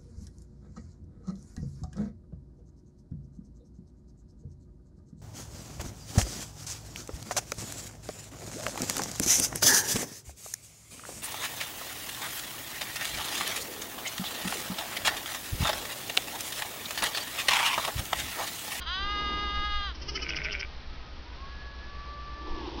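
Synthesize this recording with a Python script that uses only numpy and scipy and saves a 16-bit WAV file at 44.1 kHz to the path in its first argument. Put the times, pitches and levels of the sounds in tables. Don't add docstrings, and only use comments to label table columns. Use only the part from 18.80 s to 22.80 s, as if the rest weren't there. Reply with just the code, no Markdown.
import sys
import numpy as np
from scipy import signal
from scipy.fft import rfft, irfft
from scipy.io import wavfile
from scipy.ndimage import uniform_filter1d

SR = 44100
rng = np.random.default_rng(int(sys.argv[2]) if len(sys.argv) > 2 else 0)


def digitize_waveform(pressure):
    field = np.atleast_2d(pressure).T
    bounded = np.clip(field, -1, 1)
    quanta = np.round(bounded * 32767).astype(np.int16)
    wavfile.write(sys.argv[1], SR, quanta)


N = 176400
T = np.arange(N) / SR


def amp(db):
    return 10 ** (np.asarray(db) / 20)


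def unit(x):
    return x / np.sqrt(np.mean(x ** 2) + 1e-20)


def curve(rows, column=1):
    rows = np.array(rows, float)
    return np.interp(T, rows[:, 0], rows[:, column])


def gate(rows):
    return np.clip(np.minimum(T - rows[0][0], rows[-1][0] - T) / .016 + .5, 0, 1)


def wander(hz):
    f = np.fft.rfftfreq(N, 1 / SR)
    return unit(irfft(rfft(rng.standard_normal(N)) / (1 + (f / hz) ** 4), N))


def colour(x, spectrum):
    f, db = np.transpose(spectrum)
    hz = abs(np.fft.fftfreq(N, 1 / SR))
    log_gain = np.log(amp(np.interp(np.log(hz + 1), np.log(np.sort(f)), db)))
    taps = np.fft.ifft(np.exp(np.conj(signal.hilbert(log_gain)))).real[:8192]
    return signal.fftconvolve(x, taps)[:N]


def noise(spectrum):
    return unit(colour(rng.standard_normal(N), spectrum))


def add(mix, start_s, sound):
    part = mix[max(round(start_s * SR), 0):][:len(sound)]
    part += sound[:len(part)]


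def hum():
    # frequency in Hz, rms level in dB before the swell.
    partials = [(55.6, -45.5), (64.7, -46.5)]
    # time in seconds, gain in dB.
    swell = [(0, 0), (.8, 5), (1.6, 0), (2.2, -3), (3.2, -0.5), (4, -0.5)]
    tones = sum(amp(db) * np.sin(2 * np.pi * (hz * T + rng.random()) + .36 * wander(5.2))
                for hz, db in partials)
    return np.sqrt(2) * tones * amp(curve(swell))


def wind():
    # frequency in Hz, relative level in dB.
    air_spectrum = [(8, -2), (16, 6), (30, -2), (50, -8), (85, -10), (188, -16), (353, -20.5), (740, -22),
                    (1240, -22.5), (1600, -24), (2800, -25.5), (4400, -26), (5500, -31.5)]
    soft_spectrum = [(60, -10.5), (130, -7.5), (220, -3.5), (340, -1), (480, -9.5), (650, -15.5),
                     (1000, -9), (1300, -28), (2000, -20.5), (4000, -27.5), (5500, -29)]
    hard_spectrum = [(60, -8.5), (180, -14), (320, 4.5), (430, -3), (620, -15.5), (900, -2.5),
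                     (1120, -10.5), (1460, -29), (2200, -25), (3090, -16.5), (3700, -16.5), (4800, -23.5),
                     (5500, -23)]
    # time in seconds, level in dB.
    soft_level = [(0, -90.5), (.15, -56.5), (.3, -44), (.55, -42), (.8, -46), (1.0, -68), (1.18, -57),
                  (1.3, -47.5), (1.42, -50.5), (1.65, -50), (1.82, -66), (1.95, -69)]
    hard_level = [(3.45, -78), (3.6, -52.5), (3.699, -42.5), (3.92, -39.5), (4.0, -41)]
    buffet_peaks = [(.25, -30.5), (.8, -30.5), (.92, -32), (.97, -29.5), (1.28, -41), (2.08, -36),
                    (3.72, -28)]
    buffet_hz, buffet_s = 19, .035
    air = noise(air_spectrum) * amp(-43.5 + .6 * wander(7.7))
    gusts = sum(noise(spectrum) * amp(curve(level) + 1.4 * wander(23))
                for spectrum, level in [(soft_spectrum, soft_level), (hard_spectrum, hard_level)])
    buffets = sum(amp(db) * np.exp(-((T - s) / buffet_s) ** 2) * np.cos(2 * np.pi * buffet_hz * (T - s))
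                  for s, db in buffet_peaks)
    return air + gusts + buffets


def moans():
    # time in seconds, frequency in Hz, level in dB.
    low = [(1.2, 130, -62), (1.26, 128, -51), (1.45, 135, -61), (1.58, 141.9, -50.5), (1.7, 148.6, -56),
           (1.85, 146, -67)]
    middle = [(1.24, 411.6, -56.5), (1.36, 400.6, -45), (1.42, 370, -57), (1.5, 335, -49), (1.6, 324, -61),
              (1.72, 312, -73), (1.85, 302, -67)]
    upper = [(1.38, 490, -54), (1.46, 460, -56), (1.6, 428, -56), (1.721, 405.5, -53.5),
             (1.819, 382.4, -53), (1.87, 374, -70.5)]
    top = [(1.4, 660, -64.5), (1.55, 610, -57.5), (1.68, 625, -57), (1.78, 590, -56), (1.87, 570, -62)]
    gust_tone = [(3.6, 300, -64), (3.68, 335, -52), (3.8, 315, -50), (3.9, 318, -53), (3.96, 275, -52),
                 (4.0, 380, -47)]
    out = np.zeros(N)
    for track in (low, middle, upper, top, gust_tone):
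        phase = 2 * np.pi * np.cumsum(curve(track) * (1 + .023 * wander(50))) / SR
        out += np.sqrt(2) * np.sin(phase) * amp(curve(track, 2) + 2.6 * wander(25)) * gate(track)
    return out


def creak():
    # start in seconds, relative level in dB, ring frequency in Hz.
    slips = [(1.3596, -28, 2770), (1.3751, -23, 2050), (1.4146, -30, 2860), (1.428, -28.5, 2520),
             (1.4659, -23, 2280), (1.477, -29, 2280), (1.4913, -20.5, 2250), (1.5051, -17.5, 2570),
             (1.5144, -25.5, 2950), (1.5239, -22.5, 2920), (1.5351, -22, 2420), (1.546, -24, 2090),
             (1.5671, -22, 2800), (1.5747, -21, 2420), (1.587, -21.5, 2170), (1.6026, -26, 1930),
             (1.6173, -21.5, 2200), (1.6476, -20, 2550), (1.6542, -19, 2350), (1.6605, -20.5, 2320),
             (1.667, -22, 2190), (1.6731, -25, 2060), (1.6854, -22, 2050), (1.699, -23.5, 2712),
             (1.7088, -21.5, 3000), (1.7187, -23, 2850), (1.729, -23.5, 2730), (1.7381, -25, 2250),
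             (1.7443, -23.5, 2230), (1.7507, -18, 2350), (1.7583, -28, 2350), (1.8104, -23, 2323),
             (1.8236, -25.5, 2100), (1.8293, -20.5, 2330)]
    # multiple of the ring frequency, gain in dB, T60 in seconds.
    slip_modes = [(1, -1.5, 0.017), (1.17, -8.5, 0.0082), (.86, -10.5, 0.0053)]
    # frequency in Hz, gain in dB, T60 in seconds.
    body_modes = [(1540, -11, .028), (2270, -16, .02), (3250, -18, .01)]
    gap_s, band_hz = .0071, [1460, 3260]
    out, t = np.zeros(N), np.arange(1200) / SR
    slip_s, _, ring_hz = np.transpose(slips)
    grid_s = np.arange(slip_s[0], slip_s[-1] + .02, gap_s)
    scatter = rng.standard_normal((200, 2))
    small_slips = [(s + .0025 * late, -31 + 1.9 * louder, np.interp(s, slip_s, ring_hz))
                   for s, (late, louder) in zip(grid_s, scatter) if abs(slip_s - s).min() > .005]
    for s, db, hz in list(slips) + small_slips:
        modes = [(hz * ratio, mode_db, t60) for ratio, mode_db, t60 in slip_modes] + body_modes
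        ring = sum(amp(mode_db - 60 * t / t60) * np.sin(2 * np.pi * f * t) for f, mode_db, t60 in modes)
        add(out, s, amp(db - 2.5) * ring)
    return signal.sosfilt(signal.butter(3, band_hz, "band", fs=SR, output="sos"), out)


def far_bleats():
    # time in seconds, pitch in Hz, levels of harmonics 2 and 3 in dB.
    answer = [(2.44, 465, -61, -75), (2.485, 485, -52.5, -63), (2.54, 500, -60, -62),
              (2.616, 544, -48, -64), (2.716, 557, -54.5, -54), (2.79, 564, -64, -53.5),
              (2.86, 562, -55.5, -53), (2.93, 560, -55.5, -53.5), (2.99, 562, -56.5, -54.5),
              (3.04, 566, -65, -52.5), (3.1, 570, -50.5, -56), (3.322, 582, -47, -58),
              (3.674, 583.2, -45, -54.5), (3.804, 574, -48.5, -55), (3.866, 520, -43.5, -67),
              (3.92, 445, -68, -63)]
    faint_call = [(1.85, 607, -53, -63), (1.95, 622, -69, -67), (2.12, 645, -61, -71),
                  (2.25, 630, -61, -67), (2.38, 617, -68, -81)]
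    stutter_hz, stutter_db = 15, 8
    out = np.zeros(N)
    for call, hold_s in [(answer, 2.6), (faint_call, 0)]:
        pitch_hz = uniform_filter1d(curve(call), 1500) * (1 + .0016 * wander(32))
        phase = 2 * np.pi * np.cumsum(pitch_hz) / SR
        dip_db = stutter_db * (T < hold_s) * np.sin(np.pi * stutter_hz * (T - hold_s)) ** 2
        harmonics_db = [curve(call, 2) - 18, curve(call, 2), curve(call, 3)]
        voice = sum(amp(db - dip_db + 1.4 * wander(16)) * np.sin(k * phase)
                    for k, db in enumerate(harmonics_db, 1))
        out += np.sqrt(2) * gate(call) * voice
    return out


def vocal_folds(hz, jitter, breath):
    cycles = np.cumsum(hz * (1 + jitter * wander(70))) / SR
    pulses = sum(np.cos(2 * np.pi * k * cycles) for k in range(1, 18))
    puffs = (.4 + np.exp(-(cycles % 1) / .36)) * rng.standard_normal(N)
    return unit(pulses) + breath * unit(puffs)


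def quavering_bleat():
    # time in seconds, pitch in Hz, level in dB.
    throbs = [(1.155, 389, -48.5), (1.225, 392.5, -42.5), (1.293, 414, -34), (1.361, 432.3, -31.5),
              (1.429, 428.3, -34.5), (1.497, 414.5, -35.5), (1.568, 420, -35), (1.647, 394.6, -38),
              (1.728, 389.4, -36.5), (1.805, 390, -36)]
    # frequency in Hz, gain in dB.
    throat = [(400, -22.5), (800, -31), (1270, -2.5), (1700, -10), (2120, -5), (2550, -10), (3000, 6),
              (3400, -12.5), (3800, -26), (4250, -6.5), (5100, 2.5), (5450, 2), (5750, -6)]
    surge_s, lift_s, pitch_dip = .0096, .024, .1
    times_s = [row[0] for row in throbs]
    surges = sum(np.exp(-((T - s) / surge_s) ** 2) for s in times_s)
    lift = sum(np.exp(-((T - s) / lift_s) ** 2) for s in times_s)
    pitch_hz = curve(throbs) * (1 - pitch_dip * (1 - lift))
    voice = unit(colour(vocal_folds(pitch_hz, jitter=.008, breath=.4), throat))
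    sustain = amp(-15.5 - 15 * (T - times_s[2])) * gate(throbs)
    return voice * amp(curve(throbs, 2)) * (surges + sustain)


def long_bleat():
    # time in seconds, pitch in Hz.
    pitch = [(.055, 305), (.082, 331), (.11, 354), (.132, 368), (.2, 388), (.226, 398), (.256, 404.2),
             (.336, 411.6), (.378, 408.6), (.42, 411.4), (.524, 407.9), (.578, 410.4), (.712, 408.7),
             (.87, 414), (1.026, 407), (1.06, 399), (1.082, 386), (1.125, 325)]
    # time in seconds, gain in dB.
    level = [(.055, -42.5), (.075, -34.5), (.125, -33), (.22, -35), (.28, -32.5), (.41, -32.5), (.7, -34),
             (.86, -32.5), (1.02, -35), (1.07, -34), (1.105, -41.5), (1.125, -47)]
    treble_lift = [(.06, -1), (.25, 1), (.4, 0), (.53, 1.5), (.62, 1.5), (.72, 0.5), (.82, 0.5), (.95, 0.5),
                   (1.1, -0.5)]
    # time in seconds, mouth shape from 0 (light call) to 1 (fully held).
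    mouth = [(.06, 0.15), (.17, 0.021), (.28, 1), (.4, 1), (.68, 0.92), (.8, 0.84), (.95, 0.74),
             (1.08, 0.28)]
    # frequency in Hz, gain in dB.
    throat_edge = [(350, -39.5), (720, -15), (1080, -1), (1430, 2), (1850, -5), (2400, -16), (2800, -7),
                   (3200, 5), (3600, -4.5), (4000, 0), (4400, -19), (4780, -2), (5400, -34)]
    throat_held = [(410, -33.5), (820, -11.5), (1230, 3.5), (1640, -3.5), (2050, -5.5), (2460, -19),
                   (2870, -4.5), (3280, -12.5), (3690, -5), (4100, -17.5), (4500, -17), (4920, -14.5),
                   (5400, -31)]
    rasp_spectrum = [(700, -32), (1250, -7), (1550, -4), (1720, -21.5), (1950, -7), (2200, -21.5),
                     (2700, -16.5), (3000, 4.5), (3500, -0.5), (4000, 1.5), (4300, -16.5), (4850, -8.5),
                     (5400, -17)]
    # time in seconds, pitch in Hz, level in dB.
    catch_track = [(0, 381.5, -56), (.022, 357, -37), (.04, 362, -45), (.06, 320, -47)]
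    treble_hz, rasp_db = 2800, -24
    held = curve(mouth)
    pitch_hz = uniform_filter1d(curve(pitch), 700) * (1 + .0022 * wander(18))
    drive = vocal_folds(pitch_hz, jitter=.0012, breath=.062 + .11 * (1 - held))
    voice = held * unit(colour(drive, throat_held)) + (1 - held) * unit(colour(drive, throat_edge))
    voice /= np.sqrt(abs(uniform_filter1d(voice ** 2, 1500)) + 1e-9)
    treble = signal.sosfiltfilt(signal.butter(4, treble_hz, "high", fs=SR, output="sos"), voice)
    voice += treble * (amp(curve(treble_lift) + 1.1 * wander(29)) - 1)
    rasp = amp(rasp_db) * noise(rasp_spectrum)
    call = (voice * amp(.44 * wander(25)) + rasp) * amp(curve(level)) * gate(level)
    catch_drive = vocal_folds(curve(catch_track), jitter=.024, breath=.87)
    catch = unit(colour(catch_drive, throat_edge)) * amp(curve(catch_track, 2)) * gate(catch_track)
    return call + catch


def field_echo(x):
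    echo_db, t60_s = -16, .22
    t = np.arange(SR // 2) / SR
    tail = rng.standard_normal(len(t)) * amp(-60 * t / t60_s) * (t > .006)
    return x + amp(echo_db) * signal.fftconvolve(x, tail / np.linalg.norm(tail))[:N]


def scene():
    near = long_bleat() + quavering_bleat() + creak()
    faint = far_bleats() + moans()
    return (field_echo(near) + faint + wind() + hum())[None]


def record(dry):
    def low_pass(x, hz):
        return signal.oaconvolve(x, signal.firwin(301, hz, window=("kaiser", 9), fs=SR), "same")
    # frequency in Hz, gain in dB.
    rolloff = [(20, 0), (4500, 0), (5000, 0.5), (5500, -0.5), (6100, -12), (6530, -25), (6940, -38),
               (7350, -62.5), (8000, -92)]
    step, input_edge_hz, output_edge_hz = 4, 5650, 7250
    sampled = low_pass(dry[0], input_edge_hz) * (np.arange(N) % step == 0) * step
    return low_pass(colour(sampled, rolloff), output_edge_hz)[None]


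dry = scene()
out = record(dry)
digitize_waveform(out)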